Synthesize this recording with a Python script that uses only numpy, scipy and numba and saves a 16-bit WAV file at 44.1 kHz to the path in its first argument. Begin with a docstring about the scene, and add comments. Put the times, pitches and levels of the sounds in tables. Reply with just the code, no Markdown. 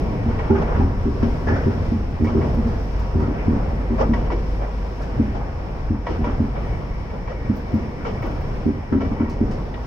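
"""Inside an electric train carriage as it slows slightly

Heard by a phone near the window. Rolling noise (coloured bands plus wheel modes) fills the car over a
wavering low hum and faint inverter lines (sines). Wheels clack over rail joints (noise crashes, ringing
modes, body and panel shakes), a loose panel knocks in its frame as the body sways (bouncing pushes into
decaying modes), and trim ticks close to the phone (short bright noise)."""
import sys
import numpy as np
from scipy import signal
from scipy.fft import rfft, irfft
from scipy.io import wavfile
from scipy.ndimage import uniform_filter1d
from numba import njit

SR = 44100
rng = np.random.default_rng(int(sys.argv[2]) if len(sys.argv) > 2 else 0)


def store_wav(level_fs):
    """Save 16-bit WAV to argv[1]."""
    pcm = np.round(np.clip(np.atleast_2d(level_fs), -1, 1) * 32767)
    wavfile.write(sys.argv[1], SR, pcm.T.astype(np.int16))


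N = 434826
T = np.arange(N) / SR
LEFT_LAG_S = 0.00015  # shared sound reaches the left port late

# wheel and rail modes: mode_hz, width_hz, relative_db
WHEEL = [(501, 40, -10), (953, 40, -5), (1106, 45, -9), (1340, 30, -15), (1725, 30, -23), (1893, 30, -14.5),
         (1960, 30, -17), (2218, 40, -15), (2320, 40, -17), (2630, 60, -31), (2975, 40, -28)]
# blows through the floor: start_s, crash_db, then ring_db of six mode groups, lowest first
CLACKS = [(.056, -47.5, -49, -47, -54, -56, -53, -61), (.387, -32.5, -46, -45.5, -44, -45, -37, -51),
          (0.994, -38.5, -49, -48, -59, -59, -60, -63), (1.224, -29, -44, -38, -40, -60, -65, -60),
          (2.243, -33.5, -42, -36, -53, -41, -43, -54), (2.268, -39, -45, -36, -50, -50, -39, -58),
          (2.411, -36, -37, -35, -50, -38, -38.5, -54), (3.195, -40.5, -52, -37, -46, -49, -61, -66),
          (3.342, -40.5, -50, -47, -55, -59, -59, -61), (4.133, -27.5, -28, -27, -41, -32, -37, -45),
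          (4.299, -34.5, -44, -26.5, -39, -41, -50, -55), (4.316, -37, -46, -40, -58, -50, -39, -54),
          (6.064, -28, -49, -26.5, -43, -35, -40, -51), (6.239, -30.5, -35, -28, -50, -48, -43, -53),
          (6.56, -46, -40, -44, -53, -52, -46, -59), (7.096, -37.5, -49, -54, -62, -55, -44, -67),
          (7.273, -36.5, -52, -35, -56, -45, -45, -62), (8.047, -30.5, -42, -50, -32, -48, -37.5, -53),
          (8.222, -36, -41, -44, -43, -43, -41, -54), (8.922, -39, -53, -46, -40, -62, -63, -64),
          (9.004, -34.5, -38, -36, -38, -52, -47, -51), (9.012, -40.5, -39, -46, -50, -43, -42.5, -50),
          (9.046, -45.5, -39, -44, -47, -44, -46, -59), (9.196, -42, -44, -45, -49, -51, -44, -65),
          (9.511, -42, -50, -45, -52, -51, -64, -51), (9.737, -44, -51, -43, -47, -43, -64, -63)]
# body and panel shakes, rattles and scrapes:
# start_s, band_db, centre_hz, width_hz, broad_db (relative to band), tail_t60_s, rise_s
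SHAKES = [(.495, -24, 860, 130, -16, 0.2, 0.015), (.495, -35, 1407, 150, -13, 0.27, 0.013),
          (2.269, -45, 1100, 800, 3, 0.49, 0.037), (3.19, -38, 890, 600, -7, 0.27, 0.027),
          (.615, -33.5, 700, 900, 9, 0.11, 0.0065), (0.661, -32, 590, 900, -11, 0.46, 0.024),
          (0.799, -26.5, 805, 130, -11, 0.18, 0.014), (1.465, -25.5, 480, 504, -11, 0.19, 0.0091),
          (1.468, -32, 1510, 900, 3, 0.77, 0.019), (1.467, -33, 1700, 90, -11, 0.37, 0.0059),
          (1.475, -30.5, 830, 120, -15, 0.19, 0.018), (.54, -33, 1300, 1000, -3, 0.27, 0.017),
          (3.204, -41, 1290, 150, 1, 0.34, 0.034), (4.021, -39, 880, 890, -13, 0.084, 0.012),
          (4.31, -23, 337, 200, -24, 0.29, 0.02), (6.085, -23.5, 323, 200, -9, 0.24, 0.019),
          (8.058, -29.5, 370, 250, -3, 0.27, 0.0077), (8.232, -26.5, 323, 120, -9.5, 0.46, 0.016),
          (3.209, -51, 1880, 500, 11, 0.26, 0.022), (3.37, -43.5, 2110, 700, -9, 0.31, 0.036),
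          (3.976, -24.5, 560, 700, 3, 0.17, 0.043), (3.979, -35, 890, 1100, -5, 0.12, 0.0045),
          (4.005, -30, 475, 250, -16, 0.098, 0.007), (4.035, -32, 1030, 500, -10, 0.091, 0.0072),
          (.578, -24.5, 400, 200, -6, 0.15, .006), (.688, -28, 555, 300, -10, 0.11, 0.0052),
          (.716, -31.5, 1010, 300, -14, 0.069, 0.0047), (9.74, -42, 2200, 2200, 4, 0.069, 0.0036),
          (4.59, -34.5, 695, 900, -5, 0.56, 0.041), (4.79, -37, 550, 600, -8, 0.59, 0.074),
          (6.255, -38.5, 1100, 1200, -4, 0.33, .02), (8.922, -38.5, 1200, 1100, -7, .2, 0.0054),
          (9.196, -39.5, 1100, 900, -6, 0.17, .008), (.74, -37.5, 1100, 1100, 1, 0.39, 0.021),
          (4.99, -37, 600, 600, -6, 0.28, 0.015), (6.698, -35, 398, 300, -17, 0.18, 0.011),
          (6.82, -40, 500, 400, -12, .15, 0.012), (7.11, -36, 600, 600, -11, 0.2, .03),
          (7.289, -35.5, 520, 300, -2, 0.15, 0.017), (9.025, -39.5, 520, 300, -6, 0.16, 0.013),
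          (5.346, -35, 495, 700, 4.5, 0.2, 0.009), (6.538, -31, 590, 900, -14, 0.3, 0.032)]


def undb(db):
    """Decibels to amplitude ratio."""
    return 10 ** (np.asarray(db) / 20)


def level(x, db):
    """Scale to an rms level."""
    return x * undb(db) / np.sqrt(np.mean(x ** 2))


def front(x, db):
    """Scale so that the first 45 ms have a set level, judged from the mean of both ports."""
    mono = x[:, :int(.045 * SR)].mean(axis=0)
    return x * undb(db) / np.sqrt(np.mean(mono ** 2) * 1.7)  # 1.7: power lost in the mean


def over_hz(hz, table, column=1):
    """Read a table on a log-frequency axis."""
    table = np.array(table)
    return np.interp(np.log(hz), np.log(table[:, 0]), table[:, column])


def walk(rate_hz):
    """Random levels held 1 / rate_hz s and slewed twice; spread near 1."""
    hold = int(SR / rate_hz)
    steps = np.repeat(rng.standard_normal(N // hold + 1), hold)
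    return 1.38 * uniform_filter1d(uniform_filter1d(steps, hold), hold)[:N]


def resonate(x, hz, width_hz):
    """Two-pole band-pass, gain 1 at the centre."""
    return signal.lfilter(*signal.iirpeak(min(hz, .45 * SR), hz / width_hz, SR), x)


def burst(rise_s, t60_s):
    """Half-second envelope: straight rise, then an even fall in dB."""
    t = T[:SR // 2]
    return np.minimum(t / max(rise_s, .001), 1) * undb(-60 * np.maximum(t - rise_s, 0) / t60_s)


def add(out, start_s, sound):
    """Mix a short sound in at a time."""
    i = int(start_s * SR)
    out[..., i:i + sound.shape[-1]] += sound[..., :N - i]


def port_noise():
    """Spectrum of white noise at both ports: a shared part, late on the left, and a diffuse rest."""
    # microphone ports: freq_hz, shared_power (0-1), left_minus_right_db
    port_rows = [(90, .96, .1), (260, .9, .8), (520, .6, .2), (900, .15, 0), (1500, .25, .5),
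                 (2200, .55, 3), (2700, .1, 2.5), (4300, .05, 3.2), (5600, .12, .2), (12000, .1, 1.6)]
    hz = np.maximum(np.arange(N // 2 + 1) * SR / N, 1)
    common, left, right = rfft(rng.standard_normal((3, N)))
    share = np.clip(over_hz(hz, port_rows), 0, 1)
    pan = undb(over_hz(hz, port_rows, column=2) / 2)
    late = common * np.exp(-2j * np.pi * hz * LEFT_LAG_S)
    mix = np.sqrt(share) * np.array([late, common]) + np.sqrt(1 - share) * np.array([left, right])
    return hz, mix * np.array([pan, 1 / pan])


def rolling(hz, spectrum, white):
    """Wheel-on-rail noise in half-octave bands that follow the swells, shudder together and flicker alone."""
    # swells, used relative to each column's mean: time_s, boom_db, rumble_db, roar_db, hiss_db
    swell_rows = [(0, -24.5, -24.5, -38.5, -55.5), (0.439, -29, -36.5, -35, -59.5),
                  (.63, -24, -31, -33, -57), (1.07, -25.5, -35.5, -41, -58),
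                  (1.449, -28, -31.5, -36.5, -54.5), (2.09, -28.5, -37, -43, -60),
                  (2.41, -24.5, -28, -36.5, -57), (2.91, -30, -35.5, -40.5, -57.5),
                  (3.4, -27.5, -32.5, -35, -58), (3.92, -28.5, -31, -38, -58.5),
                  (4.31, -28, -34.5, -40.5, -58.5), (4.849, -35.5, -39.5, -44.5, -58),
                  (5.4, -28.5, -35.5, -37.5, -60.5), (5.9, -30, -40, -40.5, -60.5),
                  (6.31, -30, -37.5, -41.5, -59.5), (7.1, -29.5, -38.5, -42, -60.5),
                  (7.749, -35, -34, -40.5, -60), (8.35, -27.5, -36.5, -41.5, -58.5),
                  (8.85, -34.5, -37.5, -41, -60.5), (9.15, -27, -31.5, -40, -60),
                  (9.548, -30, -33, -41, -60.5), (9.86, -34, -36, -42, -58)]
    # centres of boom, rumble, roar, hiss and top: freq_hz
    layer_hz = [70, 260, 1200, 5000, 9000]
    # spectrum shape: freq_hz, density_db (per Hz)
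    roll_colour = [(12, -22.5), (20, 5), (31, -1), (45, -0.5), (65, 1), (246, -11.5), (317, -15),
                   (495, -14), (553, -18), (889, -20.5), (1210, -27), (2300, -34.5), (3900, -47),
                   (5300, -46), (7010, -58), (10100, -64.5), (15700, -64.5)]
    # steady ring of the upper wheel modes, played 4 dB lower and flickering: time_s, level_db
    ring_rows = [(0, -44.5), (.6, -48), (1.1, -55), (1.55, -53), (2.1, -54.5), (2.5, -50), (3.3, -49),
                 (4.3, -48), (5.1, -51), (5.8, -52), (6.5, -50.5), (7.2, -44.5), (7.9, -46), (8.6, -47),
                 (9.3, -47), (9.86, -60)]
    jolt_lift_db = [1.67, 2.9, 1.47, 0.68]  # boom, rumble, roar, hiss
    lowest_hz = 22

    time_s, *columns = np.transpose(swell_rows)
    stir = jolts()
    swell_db = [np.interp(T, time_s, c - np.mean(c)) + lift * stir for c, lift in zip(columns, jolt_lift_db)]
    swell_db.append(1.2 * swell_db[3])  # the top follows the hiss
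    swell_db = np.array(swell_db)

    coloured = spectrum * undb(over_hz(hz, roll_colour))
    shudder = walk(9.1)
    half_octave = 2 * np.log2(hz / lowest_hz)
    layer_steps = 2 * np.log2(np.array(layer_hz) / lowest_hz)
    noise = 0
    for k in range(20):
        band = irfft(coloured * np.clip(1 - abs(half_octave - k), 0, 1), N)
        place = np.interp(k, layer_steps, np.arange(5))
        weights = np.clip(1 - abs(place - np.arange(5)), 0, 1)
        flicker_db = (0.88 * shudder + 0.73 * walk(12)) * (1.5 - 0.032 * k)
        noise = noise + band * undb(weights @ swell_db + flicker_db)

    low_ring = level(wheel(white, WHEEL[:4]), -48.5) * undb(swell_db[2] + 2.5 * walk(5.5))
    ring_db = np.interp(T, *np.transpose(ring_rows)) - 4 + 2.2 * walk(9.7)
    high_ring = level(wheel(white, WHEEL[4:]), 0) * undb(ring_db)
    return level(noise, -23.5) + low_ring + high_ring


def wheel(x, modes):
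    """The ringing modes of wheel and rail driven by noise, each a narrow and a wide resonator in series."""
    return sum(undb(db) * resonate(resonate(x, hz, width), hz, 6 * width) for hz, width, db in modes)


def jolts():
    """How much the blows and shakes have stirred the body, 0-1: each swells and dies away."""
    top_s, full_db = 0.12, -24  # time to the top, blow level that nearly saturates
    start_s, db = np.array([row[:2] for row in CLACKS + SHAKES]).T[:, :, None]
    coarse_t = T[::64]
    age = np.maximum(coarse_t - start_s, 0) / top_s
    stir = np.sum(undb(db - full_db) * age * np.exp(1 - age), axis=0)
    return np.interp(T, coarse_t, np.tanh(stir))


def clacks(hz, spectrum):
    """Blows come up through the floor: a broad crash and the wheel's ring; body and panels shake and rattle."""
    # crash spectrum shape: freq_hz, density_db (per Hz)
    crash_colour = [(300, -19.5), (450, 7), (1000, -2), (2000, -13), (3200, -18), (4000, -28.5),
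                    (5300, -27), (6800, -38), (9000, -59.5)]
    crash_t60_s, crack_t60_s, crack_db = 0.95, .13, 3  # the crack is the short, hard front
    loose_per_s, loose_db, loose_spread_db, loose_t60_s = 24, -47.5, 2.2, .16  # loose_db: least, at 1 kHz

    floor = level(irfft(spectrum * undb(over_hz(hz, crash_colour)), N), 0)
    floor = floor * undb(1.8 * walk(45))  # dies away raggedly
    grit = level(irfft(spectrum * undb(np.minimum(-18 * np.log2(hz / 3300), 0)), N), 0)
    out = np.zeros((2, N))

    def piece(noise, start_s):
        """Half a second of noise from a time on."""
        return np.roll(noise, -int(start_s * SR), axis=1)[:, :SR // 2]

    crash_shape = (burst(0.0095, crash_t60_s) + undb(crack_db) * burst(.0055, crack_t60_s)) / 2
    for (s, db, *group_db), chance in zip(CLACKS, rng.standard_normal((len(CLACKS), len(WHEEL), 4))):
        add(out, s, front(piece(floor, s), db) * crash_shape)
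        add(out, s, wheel_ring(group_db, chance))

    for place, pitch, size in rng.random((int(loose_per_s * N / SR), 3)):
        s, centre_hz = place * (N - 1) / SR, 500 * 3.3 ** pitch
        db = loose_db - 1.9 * np.log2(centre_hz / 1000) - loose_spread_db * np.log(1 - size)
        rattle = resonate(piece(floor, s), centre_hz, 0.25 * centre_hz)
        add(out, s, level(rattle, db) * burst(0.0087, loose_t60_s))

    for s, db, centre_hz, width_hz, broad_db, t60_s, rise_s in SHAKES:
        band = resonate(resonate(piece(grit, s), centre_hz, width_hz), centre_hz, width_hz)
        broad = front(piece(floor, s), db + broad_db)
        add(out, s, (front(band, db) + broad) * burst(rise_s, t60_s))
    return out


def wheel_ring(group_db, chance):
    """One blow rings the wheel's modes, each a little detuned, with its own phase lag between the ports."""
    # one entry per wheel mode: group_index
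    mode_group = [0, 1, 1, 2, 3, 3, 3, 4, 4, 5, 5]
    rise_s, scatter_db, stretch = .0055, 1.5, 1.6
    t, ring = T[:SR // 4], 0
    group_power = np.bincount(mode_group, undb(np.array(WHEEL)[:, 2]) ** 2)
    for (hz, width_hz, db), g, (drift, size, turn, lean) in zip(WHEEL, mode_group, chance):
        lag = .6 * lean * np.array([[1], [-1]])
        phase = 2 * np.pi * (hz * (1 + .006 * drift) * t + turn) + lag
        gain = undb(group_db[g] + db + scatter_db * size) * np.sqrt(2 / group_power[g])
        t60_s = stretch * np.log(1000) / (np.pi * width_hz)
        ring = ring + gain * np.sin(phase) * burst(rise_s, t60_s)[:len(t)]
    return ring


def panel():
    """A knock is a soft push that bounces in the frame, rings the panel's modes and comes back weaker."""
    # knocks: start_s, peak_db, boom_db, middle_db, brightness_db, chatter_s, fade_per_bounce_db
    knock_rows = [(0.257, -11.5, 12.5, -1, -19, 0.036, 4.5), (0.502, -1.5, 7.5, -5, -7, 0.051, 0.9),
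                  (0.792, -5, 18.5, 1.5, -11.5, 0.058, 2), (1.057, -10, 4, 1, -13, 0.032, 1.5),
                  (1.224, -7, 10.5, 0.5, -15.5, 0.06, 3), (1.466, -8.5, 18, 3, -8, 0.06, -1.5),
                  (1.663, -7, 11.5, 1, -11.5, 0.033, 0), (1.915, -10, 8, -4, -34, 0.033, 0.5),
                  (2.204, -5.5, 13.5, 4, -16, 0.046, -1), (2.35, -6, 15.5, 1, -5, 0.045, -0.3),
                  (2.566, -13, -3, -1.5, -33, 0.016, -8), (2.652, -16, -6, -10, -37, 0.018, 1),
                  (3.151, -8, 18, 1, -8, 0.11, 1), (3.279, -12, 16, 6, -9, 0.022, 1),
                  (3.476, -4.5, 10, -1.7, -18.5, 0.047, 0.7), (3.9, -12.5, 1, 0, -14, 0.04, -0.5),
                  (4.088, -7, 3, -4, -35, 0.03, -1.5), (5.192, -5.5, 8, 1.5, -22.5, 0.04, 2),
                  (5.901, -8, 14, 0.5, -19.5, 0.033, 1), (6.186, -13, 12, -1, -14.5, 0.037, 2.5),
                  (6.266, -14, 11, 4, -17, .035, 0.5), (6.397, -7, 11, 1, -22, 0.039, 1.2),
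                  (7.493, -6.5, 6.5, -5, -43, 0.044, 7.5), (7.735, -8, 9, -2.5, -32, 0.028, 5),
                  (8.658, -6.5, 7.5, 5, -11, 0.03, 2), (8.92, -5.5, 8.5, 2.2, -12, 0.041, 0),
                  (9.109, -14, 3, -2, -25, 0.034, 6), (9.201, -6.5, 6, 4, -17.5, 0.033, 1),
                  (9.407, -6, 3, -3.5, -17.5, 0.03, 2)]
    # panel modes: mode_hz, relative_db, t60_s
    panel_modes = [(62.4, -24.5, 0.14), (90.1, -8, .13), (124.4, -8.5, 0.1), (204.1, 0, 0.26),
                   (225.8, 3.5, .11), (274.4, 2, 0.22), (300.7, -1, 0.1), (357.5, 13, .12),
                   (394.2, 11, 0.12), (455, 4, 0.05), (540, 0, 0.053)]
    push_s, bounce_s, rebound_s, swell_s, rebound_db = 0.0025, .0128, 0.077, 0.00481, -14

    out, t, bounce = np.zeros((2, N)), T[:SR // 3], np.arange(8)
    push = np.hanning(int(push_s * SR))
    chances = rng.standard_normal((len(knock_rows), 4, len(panel_modes)))
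    for knock, (drift, lean, late, size) in zip(knock_rows, chances):
        s, peak_db, boom_db, middle_db, bright_db, chatter_s, fade_db = knock
        ring = 0
        for (hz, mode_db, t60_s), d, pan in zip(panel_modes, drift, lean):
            gain_db = mode_db + boom_db * (hz < 150) + middle_db * (260 < hz < 330) + bright_db * (hz > 330)
            ports = undb(pan * hz / 170 * np.array([[1], [-1]]))  # higher modes differ more between ports
            mode = ports * undb(gain_db - 60 * t / t60_s) * np.sin(2 * np.pi * hz * (1 + 0.014 * d) * t)
            ring = -ring + mode  # neighbouring modes swing to opposite sides

        pushes = np.zeros(len(t))
        at = np.abs(bounce * (bounce_s + .00012 * late[:8]) * SR).astype(int)
        present = np.clip(1 + chatter_s / bounce_s - bounce, 0, 1)
        pushes[at] = present * undb(1.7 * size[:8] - fade_db * bounce)
        ring = signal.fftconvolve(ring, np.convolve(pushes, push)[None])[:, :len(t)]
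        ring = -ring * undb(peak_db) / np.abs(ring).max()
        add(out, s - swell_s, ring)  # the ring takes a moment to swell
        add(out, s + rebound_s, undb(rebound_db) * ring)
    return np.array([np.roll(out[0], int(LEFT_LAG_S * SR)), out[1]])


def ticks():
    """Tiny bright snaps of trim, each with a lower-pitched rattle: band-passed noise bursts."""
    # ticks, levels ahead of envelope and pan: start_s, snap_db, centre_hz, width_hz, snap_t60_s, rattle_db
    tick_rows = [(1.8517, -67, 15400, 3000, .04, -63), (2.2433, -57, 15400, 3000, .04, -54.5),
                 (2.5461, -57, 13000, 6000, .02, -66), (2.6733, -64, 13000, 6000, .025, -58),
                 (2.83, -66, 15100, 700, .12, -73), (2.9951, -60, 14800, 5000, .05, -57),
                 (3.2, -64, 14100, 4000, .05, -60), (5.019, -64, 11500, 3500, .05, -55.5),
                 (7.555, -67, 12100, 900, .4, -72), (7.5677, -55, 15300, 3000, .07, -62),
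                 (7.7243, -65, 15200, 900, .04, -71), (7.7448, -58, 15100, 2000, .05, -70),
                 (8.2242, -56, 15000, 2500, .04, -65), (8.2666, -55, 14800, 4000, .04, -66),
                 (8.3075, -63, 14000, 3500, .03, -69), (8.3494, -66, 14200, 3500, .025, -72),
                 (8.4148, -59, 15300, 2500, .03, -78), (9.2976, -59, 13400, 4000, .05, -53.5),
                 (9.5107, -70, 13000, 5000, .05, -54.5)]
    rattle_hz, rattle_width_hz, rattle_t60_s = 4900, 2600, 0.27
    left_minus_right_db = 7.5
    pan = undb(np.array([[left_minus_right_db], [-left_minus_right_db]]) / 2)
    out = np.zeros((2, N))
    for row, grit in zip(tick_rows, rng.standard_normal((len(tick_rows), 2, SR // 2))):
        s, db, hz, width_hz, t60_s, rattle_db = row
        grit = grit + 0.89 * grit[::-1]  # mostly alike at both ports
        snap = resonate(resonate(grit, hz, width_hz), hz, width_hz)
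        rattle = resonate(resonate(grit, rattle_hz, rattle_width_hz), rattle_hz, rattle_width_hz)
        snap = level(snap, db) * burst(0.0015, t60_s)
        rattle = level(rattle, rattle_db) * burst(0.0043, rattle_t60_s)
        add(out, s - .003, (snap + rattle) * pan)
    return out


def tones():
    """A low hum that wavers in pitch and level, and the thin sine lines of the inverter."""
    # hum: time_s, rms_db
    hum_rows = [(0, -33), (1, -36), (1.5, -30), (2.2, -32), (2.8, -27.5), (3.8, -24.5), (4.6, -27),
                (5.4, -30), (5.8, -28.5), (6.8, -31), (7.6, -38), (8.8, -41), (9.4, -34), (9.86, -33)]
    # inverter lines: line_hz, rms_db
    whine_lines = [(4980, -81), (5228, -77), (5328, -80), (5404, -79), (5454, -78), (5578, -81),
                   (5703, -80)]
    hum_hz = 49
    wobble = np.cumsum(0.39 * walk(2.01)) / SR  # cycles
    hum_db = np.interp(T, *np.transpose(hum_rows)) + 1.2 * walk(4)
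    hum = np.sqrt(2) * undb(hum_db) * np.sin(2 * np.pi * (hum_hz * T + wobble))
    whine = 0
    start_phase = 2 * np.pi * rng.random((len(whine_lines), 2, 1))
    for (hz, db), phase in zip(whine_lines, start_phase):
        whine = whine + np.sqrt(2) * undb(db + 1.1 * walk(1.8)) * np.sin(2 * np.pi * hz * T + phase)
    return hum + whine


def scene():
    """Sum of all sources at the two ports."""
    hz, rails = port_noise()
    hz, blows = port_noise()
    return rolling(hz, rails, irfft(blows, N)) + tones() + panel() + clacks(hz, blows) + ticks()


@njit
def follow(x, attack, release):
    """Peak follower, quick up and slow down."""
    out, e = np.empty(len(x)), 0.
    for i in range(len(x)):
        e += (x[i] - e) * (attack if x[i] > e else release)
        out[i] = e
    return out


def record(dry):
    """The phone drops the deepest bass, its port rings, loud knocks are turned down, peaks rounded, top cut."""
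    # port resonance: centre_hz, width_hz, added_db (halved as amplitude)
    port_peak = (5410, 680, 4.3)
    attack_s, release_s, knee_db, slope = 0.018, .08, -14, .32
    top_hz, ceiling = 15780, .9

    dry = signal.sosfilt(signal.butter(2, 18, "high", fs=SR, output="sos"), dry)
    dry = dry + undb(port_peak[2]) / 2 * resonate(dry, *port_peak[:2])
    loud = follow(np.abs(dry).max(axis=0), 1 / (attack_s * SR), 1 / (release_s * SR))
    gain = np.minimum(undb(knee_db) / (loud + 1e-9), 1) ** slope
    rounded = ceiling * np.tanh(dry * gain / ceiling)
    return signal.sosfilt(signal.ellip(10, .2, 80, top_hz, fs=SR, output="sos"), rounded)


dry = scene()
out = record(dry)
store_wav(out)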